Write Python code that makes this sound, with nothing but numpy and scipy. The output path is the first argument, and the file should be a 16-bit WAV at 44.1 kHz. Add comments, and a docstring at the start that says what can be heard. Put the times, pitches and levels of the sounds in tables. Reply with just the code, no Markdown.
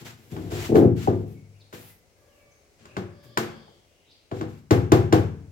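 """Nailing plastic sheet to a boat

In a hard-walled workshop a man's hand and hammer slide and judder over an upturned wooden hull.
He taps a nail through the sheet into the frame, then strikes it three times. Each blow cracks at the
nail, rattles the sheet and booms in the hollow hull. Birds and a far rooster drift in over a low hum."""
import sys
import numpy as np
from scipy import signal
from scipy.fft import rfft, irfft, next_fast_len
from scipy.io import wavfile
from scipy.ndimage import uniform_filter1d

SR = 44100
rng = np.random.default_rng(int(sys.argv[2]) if len(sys.argv) > 2 else 0)


def master(y):
    """Save y as 16-bit WAV."""
    cut = np.clip(np.atleast_2d(y).T, -1, 1)
    pcm = np.round(cut * 32767)  # scale
    wavfile.write(sys.argv[1], SR, pcm.astype(np.int16))


N = 242991
TIME = np.arange(N) / SR
TAIL = TIME[:SR]  # one second for things to ring out
SEAT_S = .0019  # the nail bites this long after the steel touches it

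# The stereo image. Each row: frequency in Hz, left-right correlation of diffuse sound,
# left minus right level in dB.
STEREO_IMAGE = [(61.1, .9, 5), (128.3, 0, 5), (269, 0.92, 3), (597, 0.7, 3), (1100, -.1, 1.4),
                (4000, 0.1, 2.5), (7930, 0.02, 2), (15600, 0.04, -2.5)]
# Tone of the background hum. Each row: frequency in Hz, relative level in dB.
HUM_TONE = [(18, -33.5), (30, -1), (93, -2), (233, -11.5), (437, -6), (740, -11.5), (937, -17.5),
            (1810, -20), (2060, -15.5), (3490, -23), (5740, -20), (14400, -32.5), (16000, -27)]
# Bird notes. Each row: start in seconds, length in seconds, opening pitch in Hz, closing pitch in Hz,
# relative level in dB, hoarseness as a share of the pitch.
BIRD_NOTES = [(1.268, 0.074, 2860, 2230, -72, 0.019), (1.336, 0.056, 2290, 2160, -65, 0.014),
              (1.536, 0.04, 2217, 2970, -67, 0.043), (1.597, 0.036, 5060, 3380, -58.5, 0.08),
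              (1.857, 0.11, 2070, 1990, -72.5, 0.0046), (2.263, 0.16, 3310, 2280, -71.5, 0.019),
              (2.341, 0.242, 2318, 2240, -69.5, 0.0085), (2.507, 0.025, 6340, 6150, -64, .02),
              (2.867, 0.072, 2760, 2500, -58.5, 0.062), (3.045, .75, 4940, 4540, -66, 0.067),
              (3.079, 0.78, 3410, 3300, -65, 0.062), (3.779, 0.54, 2955, 2835, -71, 0.14),
              (4.049, 0.11, 3710, 3910, -65, 0.079), (4.1, 0.034, 4600, 3685, -57, 0.12)]
# Two rooster calls. Each row: start in seconds, length in seconds, top pitch in Hz, relative level in dB.
ROOSTER_CALLS = [(2.14, 0.523, 572.3, -63), (2.774, 0.97, 572.4, -58)]
# The rooster's timbre. Each row: harmonic number, relative level in dB.
ROOSTER_HARMONICS = [(1, -1.5), (2, -12), (3, -12.5), (4, -18.5)]
# Hand and sleeve sweeping the sheet. Each row: start in seconds, length in seconds, then mid-stroke
# hiss, sizzle and hull drag in dB, and the swell from start to end in dB.
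HAND_STROKES = [(-.02, 0.04, -50, -59, -37.5, -2.5), (0.045, 0.056, -43.5, -54.5, -83, -9),
                (0.168, 0.15, -64.5, -68, -52, 6.5), (0.301, 0.26, -55, -64, -32, 0),
                (0.499, .155, -41, -51.5, -42, 8), (0.74, 0.042, -42.5, -47, -37, -2),
                (0.954, 0.092, -46, -57, -56, 8), (1.127, 0.091, -69, -75, -35, 7),
                (1.257, .07, -69, -67.5, -54, 3), (1.723, 0.046, -45.5, -52.5, -51, -7),
                (1.778, 0.13, -60, -56.5, -63, 3), (2.154, .26, -75, -77, -67, 5),
                (2.779, 0.21, -63.5, -87.5, -52.5, -6), (3.222, 0.017, -59, -63, -45.5, 3),
                (4.326, 0.067, -54, -68, -38.5, 6), (4.47, 0.12, -63.5, -72, -79, -1)]
# Tone of the rubbed plastic. Each row: frequency in Hz, relative level in dB.
HISS_TONE = [(410, -18.5), (700, -3.5), (1180, -7.5), (1350, -5), (2430, -4.5), (4060, -9), (6270, -12),
             (7570, -10.5), (10000, -29), (13000, -40), (22000, -120)]
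# The hull's resonances. Each row: pitch in Hz, relative level in dB, 60 dB decay in seconds
# before the plastic shortens it.
HULL_MODES = [(65, -30.5, 1), (73.4, -34.5, 0.48), (85.67, -23, 0.96), (100.48, -21, 0.86), (102.3, -23, 1),
              (117.56, -14, 0.49), (128.9, -28, .5), (146.5, -24, 0.84), (154.5, -23.5, 0.39),
              (172.9, -23, 0.66), (206.2, -33.5, 0.55), (224.3, -21, 0.48), (272.8, -21, 0.37),
              (293.4, -26.5, 0.12), (318, -16.5, 0.17), (307, -21, 0.061), (353.7, -21, 0.48),
              (386, -24.5, 0.39), (412.2, -19.5, 0.24), (437.6, -19, 0.15), (450.4, -34, 0.62),
              (488.2, -22, 0.34), (500, -27, 0.19), (599, -34, 0.15), (634, -33.5, 0.16), (673, -32, 0.57),
              (731.7, -25.5, 0.23), (804, -28, 0.9)]
# Dense wash of hull and room. Each row: frequency in Hz, relative level in dB, 60 dB decay in seconds.
HULL_WASH = [(30.26, -11.5, 0.4), (90, -29, 0.56), (199, -5.5, 0.69), (396.7, -4, 0.49), (560, -6, 0.29),
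             (1090, -13.5, 0.28), (2060, -23.5, 0.28), (5125, -25, 0.1), (16000, -49, .3)]
# Ring of nail and hammer head. Each row: pitch in Hz, relative level in dB, 60 dB decay in seconds.
STEEL_MODES = [(985, -34.5, .2), (1227, -39, .2), (3150, -34, 0.098), (4470, -36, .12), (7080, -38, 0.081)]
# Tone of steel cracking on nail and sheet. Each row: frequency in Hz, relative level in dB.
CRACK_TONE = [(100, -19.5), (500, 2), (1000, 12), (1550, 11.5), (2000, -7), (2600, -4.5), (3500, -2.5),
              (5400, -4.5), (7200, -1), (9000, -14), (12000, -3), (15500, -3)]
# Workshop tail of a crack. Each row: frequency in Hz, relative level in dB, 60 dB decay in seconds.
WALL_REVERB = [(100, -16, .5), (502, -6.5, 1), (1005, 3.5, 0.58), (1600, 3.5, 0.54), (2500, -1, 0.49),
               (4560, -4.5, 0.36), (7100, -9.5, 0.43), (9720, -15.5, 0.32), (13000, -10.5, 0.35),
               (15440, -29, 0.23)]
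# The hammer head sticking and slipping on the sheet. Each row: start in seconds, push in dB,
# bass cut in Hz, knock pitch in Hz, knock level in dB.
HAMMER_SLIPS = [(0.691, -6.5, 188, 260, -17.5), (.718, 0, 235, 341, -12), (.745, 5, 343, 423, -16),
                (.780, 3, 300, 360.6, -13), (.789, -6.5, 297, 332, -1), (.821, 1.5, 171.5, 397, -7),
                (.847, -2.5, 110.1, 415, -3)]
# Hammer contacts, from grazes to full hits. Each row: start in seconds, push in dB, bass cut in Hz
# (high over a stiff rib), treble cut in Hz (low for a soft touch), crack level in dB,
# knock pitch in Hz, knock level in dB.
HAMMER_BLOWS = [(0.062, -45, 94, 880, -34, 900, -65), (0.106, -70, 86, 870, -27.5, 1080, -68),
                (0.319, -13, 59.4, 133, -39, 172, -31.5), (0.365, -18, 205, 455, -18, 387, -38),
                (0.517, -18, 90.5, 694, -20.5, 690, -33), (0.756, 2.5, 203, 494, -3.5, 370, -10.5),
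                (1.0739, -4, 89.6, 590, -17, 782, -12.5), (1.728, -29, 112.7, 1555, -22.5, 825, -45),
                (2.8546, -49, 200, 1820, -26.5, 1570, -56), (2.967, -17, 92, 990, -9.5, 189.8, -27),
                (3.3731, -11.5, 185, 3180, 0.5, 1000, -17), (3.679, -40, 502, 499, -39.5, 830, -46.5),
                (4.314, -17.5, 81, 890, -18, 662, -31.5), (4.411, -17.5, 142, 750, -13, 318, -25.5),
                (4.7078, -1.5, 61.4, 3250, -1.5, 314.6, -11), (4.919, 0, 64.5, 3140, 0, 317, -5.5),
                (5.1253, -1, 59.5, 2900, -1, 321, -10.5)]


def undb(db):
    """Decibels to gain."""
    return 10 ** (np.asarray(db) / 20)


def unit(x):
    """Scale to rms 1."""
    return x / np.sqrt(np.mean(x ** 2))


def fade(t60):
    """Exponential decay, 60 dB down after t60 seconds."""
    return np.exp(-np.log(1000) * TAIL / t60)


def add(track, start_s, x):
    """Drop x onto the track at start_s."""
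    start = max(int(start_s * SR), 0)
    track[start:start + len(x)] += x[:N - start]


def over_hz(rows, hz, column=1):
    """Read one column of a table on a log-frequency axis."""
    rows = np.array(rows)
    return np.interp(np.log(hz + 1e-9), np.log(rows[:, 0]), rows[:, column])


def shape(x, gain):
    """Filter by a gain that is a function of frequency."""
    size = next_fast_len(x.shape[-1] + SR // 10, True)
    hz = np.arange(size // 2 + 1) * SR / size
    return irfft(rfft(x, size) * gain(hz), size)[..., :x.shape[-1]]


def equalise(x, tone):
    """EQ through (Hz, dB) points."""
    return shape(x, lambda hz: undb(over_hz(tone, hz)))


def cut(x, hz, kind, order=2):
    """Low-pass or high-pass."""
    return signal.sosfilt(signal.butter(order, min(hz, SR / 2 - 1), kind, fs=SR, output="sos"), x)


def wobble(rate_hz):
    """Smooth random modulation of rms 1."""
    hold = max(int(SR / rate_hz), 1)
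    steps = np.repeat(rng.standard_normal(N // hold + 1), hold)
    return unit(uniform_filter1d(steps, hold)[:N])


def diffuse(size):
    """Noise from all sides: mostly narrow in the lows, wide in the treble."""
    mid, side = rng.standard_normal((2, size))
    mid = shape(mid, lambda hz: np.sqrt((1 + over_hz(STEREO_IMAGE, hz)) / 2))
    side = shape(side, lambda hz: np.sqrt((1 - over_hz(STEREO_IMAGE, hz)) / 2))
    return np.array([mid + side, mid - side])


def direct(x, right_lag_s=.0004):
    """Sound straight from the hull arrives on the left first."""
    return np.array([x, np.pad(x, (round(right_lag_s * SR), 0))[:len(x)]])


def reverb(rows):
    """A diffuse tail of energy 1 whose third-octave bands die at their own rates."""
    spectrum, hz = rfft(diffuse(SR)), np.arange(SR // 2 + 1) + 1e-9
    tail = 0
    for centre in 1000 * 2 ** (np.arange(-14, 13) / 3):
        offset = np.clip(3 * np.log2(hz / centre), -1, 1)
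        band = irfft(spectrum * np.cos(np.pi / 2 * offset) ** 2)
        t60 = over_hz(rows, centre, column=2)
        tail = tail + unit(band * fade(t60)) * np.sqrt(centre * t60) * undb(over_hz(rows, centre))
    return unit(tail) / np.sqrt(SR)


def excite(x, response):
    """Play a mono signal through a stereo impulse response."""
    return signal.fftconvolve(x[None], response, axes=1)[:, :N]


def neighbourhood_hum(level_db=-63.5, swell_db=1, bass_cut_hz=40):
    """The bed: quiet, dark noise from the neighbourhood, slowly breathing."""
    hum = cut(equalise(diffuse(N), HUM_TONE), bass_cut_hz, "high")
    return unit(hum) * undb(level_db + swell_db * wobble(2))


def birds():
    """Gliding sines; a fast pitch jitter turns pure whistles into hoarse chirps and buzzes."""
    calls = np.zeros(N)
    waver = wobble(900)
    for start, length, start_hz, end_hz, db, hoarse in BIRD_NOTES:
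        progress = np.linspace(0, 1, int(length * SR))
        jitter = np.roll(waver, -int(start * SR))[:len(progress)]
        hz = start_hz * (end_hz / start_hz) ** progress * (1 + hoarse * jitter)
        envelope = 2 * np.sin(np.pi * progress)
        add(calls, start, undb(db) * envelope * np.sin(2 * np.pi * np.cumsum(hz) / SR))
    return calls


def rooster(rasp=0.043, sag=0.049, attack_s=.06, release_s=0.26):
    """Long hoarse notes on a shallow arch of pitch that sags at both ends."""
    calls = np.zeros(N)
    for start, length, pitch_hz, db in ROOSTER_CALLS:
        age = TIME[:int(length * SR)]
        arch = 1 - sag * (2 * age / length - 1) ** 2
        hz = pitch_hz * arch * (1 + rasp * wobble(120)[:len(age)])
        phase = 2 * np.pi * np.cumsum(hz) / SR
        voice = unit(sum(undb(level) * np.sin(k * phase) for k, level in ROOSTER_HARMONICS))
        envelope = np.clip(np.minimum(age / attack_s, (length - age) / release_s), 0, 1)
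        add(calls, start, undb(db) * voice * envelope)
    return calls


def doorway(echo_t60=0.74, straight_db=-7, echo_db=-1):
    """Birds and rooster come in from outside, mostly by way of the walls."""
    calls = birds() + rooster()
    room = unit(diffuse(SR) * fade(echo_t60)) / np.sqrt(SR)
    return undb(straight_db) * np.array([calls, calls]) + undb(echo_db) * excite(calls, room)


def hand_pressure(grip_s=0.023, lift_db_per_s=198):
    """Envelopes for hiss, sizzle and drag: each stroke grips, swells or eases, and dies as it lifts."""
    gains = np.zeros((3, N))
    for start, length, hiss_db, sizzle_db, drag_db, swell_db in HAND_STROKES:
        age = TIME - start
        moving_db = swell_db * (np.clip(age / length, 0, 1) - .5)
        lift_db = lift_db_per_s * np.maximum(age - length, 0)
        pressure = np.clip(age / grip_s, 0, 1) * undb(moving_db - lift_db)
        gains += np.outer(undb([hiss_db, sizzle_db, drag_db]), pressure)
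    return gains


def rubbing(hiss_gain, sizzle_gain, grain_db=0.55, grain_hz=150):
    """Skin and cloth catch on the sheet in tiny uneven grains: a hiss with a fine sizzle on top."""
    hiss = unit(equalise(diffuse(N), HISS_TONE))
    treble = cut(diffuse(N), 10000, "high", order=4)
    sizzle = unit(cut(treble, 15500, "low", order=6))
    return (hiss * hiss_gain + sizzle * sizzle_gain) * undb(grain_db * wobble(grain_hz))


def hull_boom(travel_s=.018, travel_hz=100, max_cycles=280, wash_db=12.5, wash_attack_s=0.00064):
    """The hull's response: bending waves travel faster at higher pitch, so the bass blooms last."""
    modes = 0
    for hz, db, t60 in HULL_MODES:
        lag_s = travel_s * np.sqrt(travel_hz / hz)
        bloom = 1 - np.exp(-(TAIL / lag_s) ** 2)
        decay = fade(min(t60, max_cycles / hz))  # the plastic damps long rings
        modes = modes + undb(db) * bloom * decay * np.sin(2 * np.pi * hz * (TAIL - 2 * lag_s))
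    wash = undb(wash_db) * reverb(HULL_WASH) * (1 - np.exp(-TAIL / wash_attack_s))
    return direct(modes) + wash


def sheet_rattle(treble_hz, level_db=-1, t60=0.23, bass_hz=260):
    """The loose sheet chatters against the frame in a spiky burst, different each time."""
    spikes = rng.standard_normal(SR // 4) ** 3 * fade(t60)[:SR // 4]
    spikes *= undb(level_db) / np.sqrt(np.sum(spikes ** 2))
    return cut(cut(spikes, bass_hz, "high"), treble_hz, "low", order=1)


def sheet_knock(hz, cycles):
    """The patch under the hammer swells within a cycle and falls 60 dB over the given cycles."""
    turns = hz * TAIL
    attack = 1 - np.exp(-(2 * turns) ** 2)
    return -np.sin(2 * np.pi * turns) * attack * fade(cycles / hz)


def nail_bite(level_db=3, treble_hz=10500, t60=0.009):
    """The nail tears a little deeper: a burst of grit, new with every blow."""
    grit = equalise(rng.standard_normal(SR // 10), CRACK_TONE) * fade(t60)[:SR // 10]
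    grit = cut(grit, treble_hz, "low")
    return undb(level_db) * grit / np.sqrt(np.sum(grit ** 2))


def nail_crack(tick_db=1, tick_hz=1700, near_t60=0.21, walls_db=1):
    """The nail's response: steel ticks and rings, then near surfaces and walls answer its bite."""
    click = cut(cut(signal.unit_impulse(SR), tick_hz, "low"), 200, "high")
    tick = -unit(click) * undb(tick_db) / np.sqrt(SR)
    ring = sum(undb(db) * fade(t60) * np.sin(2 * np.pi * hz * TAIL) for hz, db, t60 in STEEL_MODES)
    near = unit(equalise(diffuse(SR), CRACK_TONE) * fade(near_t60)) / np.sqrt(SR)
    room = near + undb(walls_db) * reverb(WALL_REVERB)
    late_room = np.pad(room, ((0, 0), (int(SEAT_S * SR), 0)))[:, :SR]
    return direct(tick + ring) + late_room


def push(bass_hz, treble_hz):
    """One contact force: a soft touch dulls it, a rib beneath thins it."""
    return cut(cut(signal.unit_impulse(SR // 10), treble_hz, "low"), bass_hz, "high")


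def hammer(drag_gain, slip_hz=430, drag_hz=300, crack_reach=3.9, slip_rattle_db=-4):
    """Blows, slips and the dragging hand all shake one hull; harder contacts crack brighter."""
    force, snaps, patch = np.zeros((3, N))  # into the hull, into the nail, straight off the struck spot
    impulse = signal.unit_impulse(SR // 10)
    for start, db, bass_hz, treble_hz, crack_db, knock_hz, knock_db in HAMMER_BLOWS:
        crack_hz = crack_reach * treble_hz
        add(force, start, undb(db) * push(bass_hz, treble_hz))
        add(force, start, undb(db) * sheet_rattle(treble_hz))
        add(snaps, start, undb(crack_db) * cut(impulse, crack_hz, "low", order=1))
        add(patch, start + SEAT_S, undb(crack_db) * cut(nail_bite(), crack_hz, "low", order=1))
        add(patch, start, undb(knock_db) * sheet_knock(knock_hz, cycles=58))
    for start, db, bass_hz, knock_hz, knock_db in HAMMER_SLIPS:
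        add(force, start, undb(db) * push(bass_hz, slip_hz))
        add(force, start, undb(db + slip_rattle_db) * cut(sheet_rattle(slip_hz), slip_hz, "low"))
        add(patch, start, undb(knock_db) * sheet_knock(knock_hz, cycles=11.5))
    hull = hull_boom()
    hull_gain = np.sqrt(np.sum(hull ** 2) / 2)
    drag = cut(rng.standard_normal(N), drag_hz, "low", order=1) * drag_gain / hull_gain
    return excite(force + drag, hull) + direct(patch) + excite(snaps, nail_crack())


def scene():
    """The stereo mix: hammer and hand up front, calls and hum behind."""
    hiss_gain, sizzle_gain, drag_gain = hand_pressure()
    return hammer(drag_gain) + rubbing(hiss_gain, sizzle_gain) + doorway() + neighbourhood_hum()


def record(dry):
    """Lean the bass to the left, soft-clip the loudest peaks and cut the very top."""
    top_hz = 15900
    tilted = shape(dry, lambda hz: undb(np.outer([1, -1], over_hz(STEREO_IMAGE, hz, column=2)) / 2))
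    rounded = tilted / (1 + tilted ** 6) ** (1 / 6)
    return signal.sosfilt(signal.ellip(8, .2, 70, top_hz, fs=SR, output="sos"), rounded)


dry = scene()
out = record(dry)
master(out)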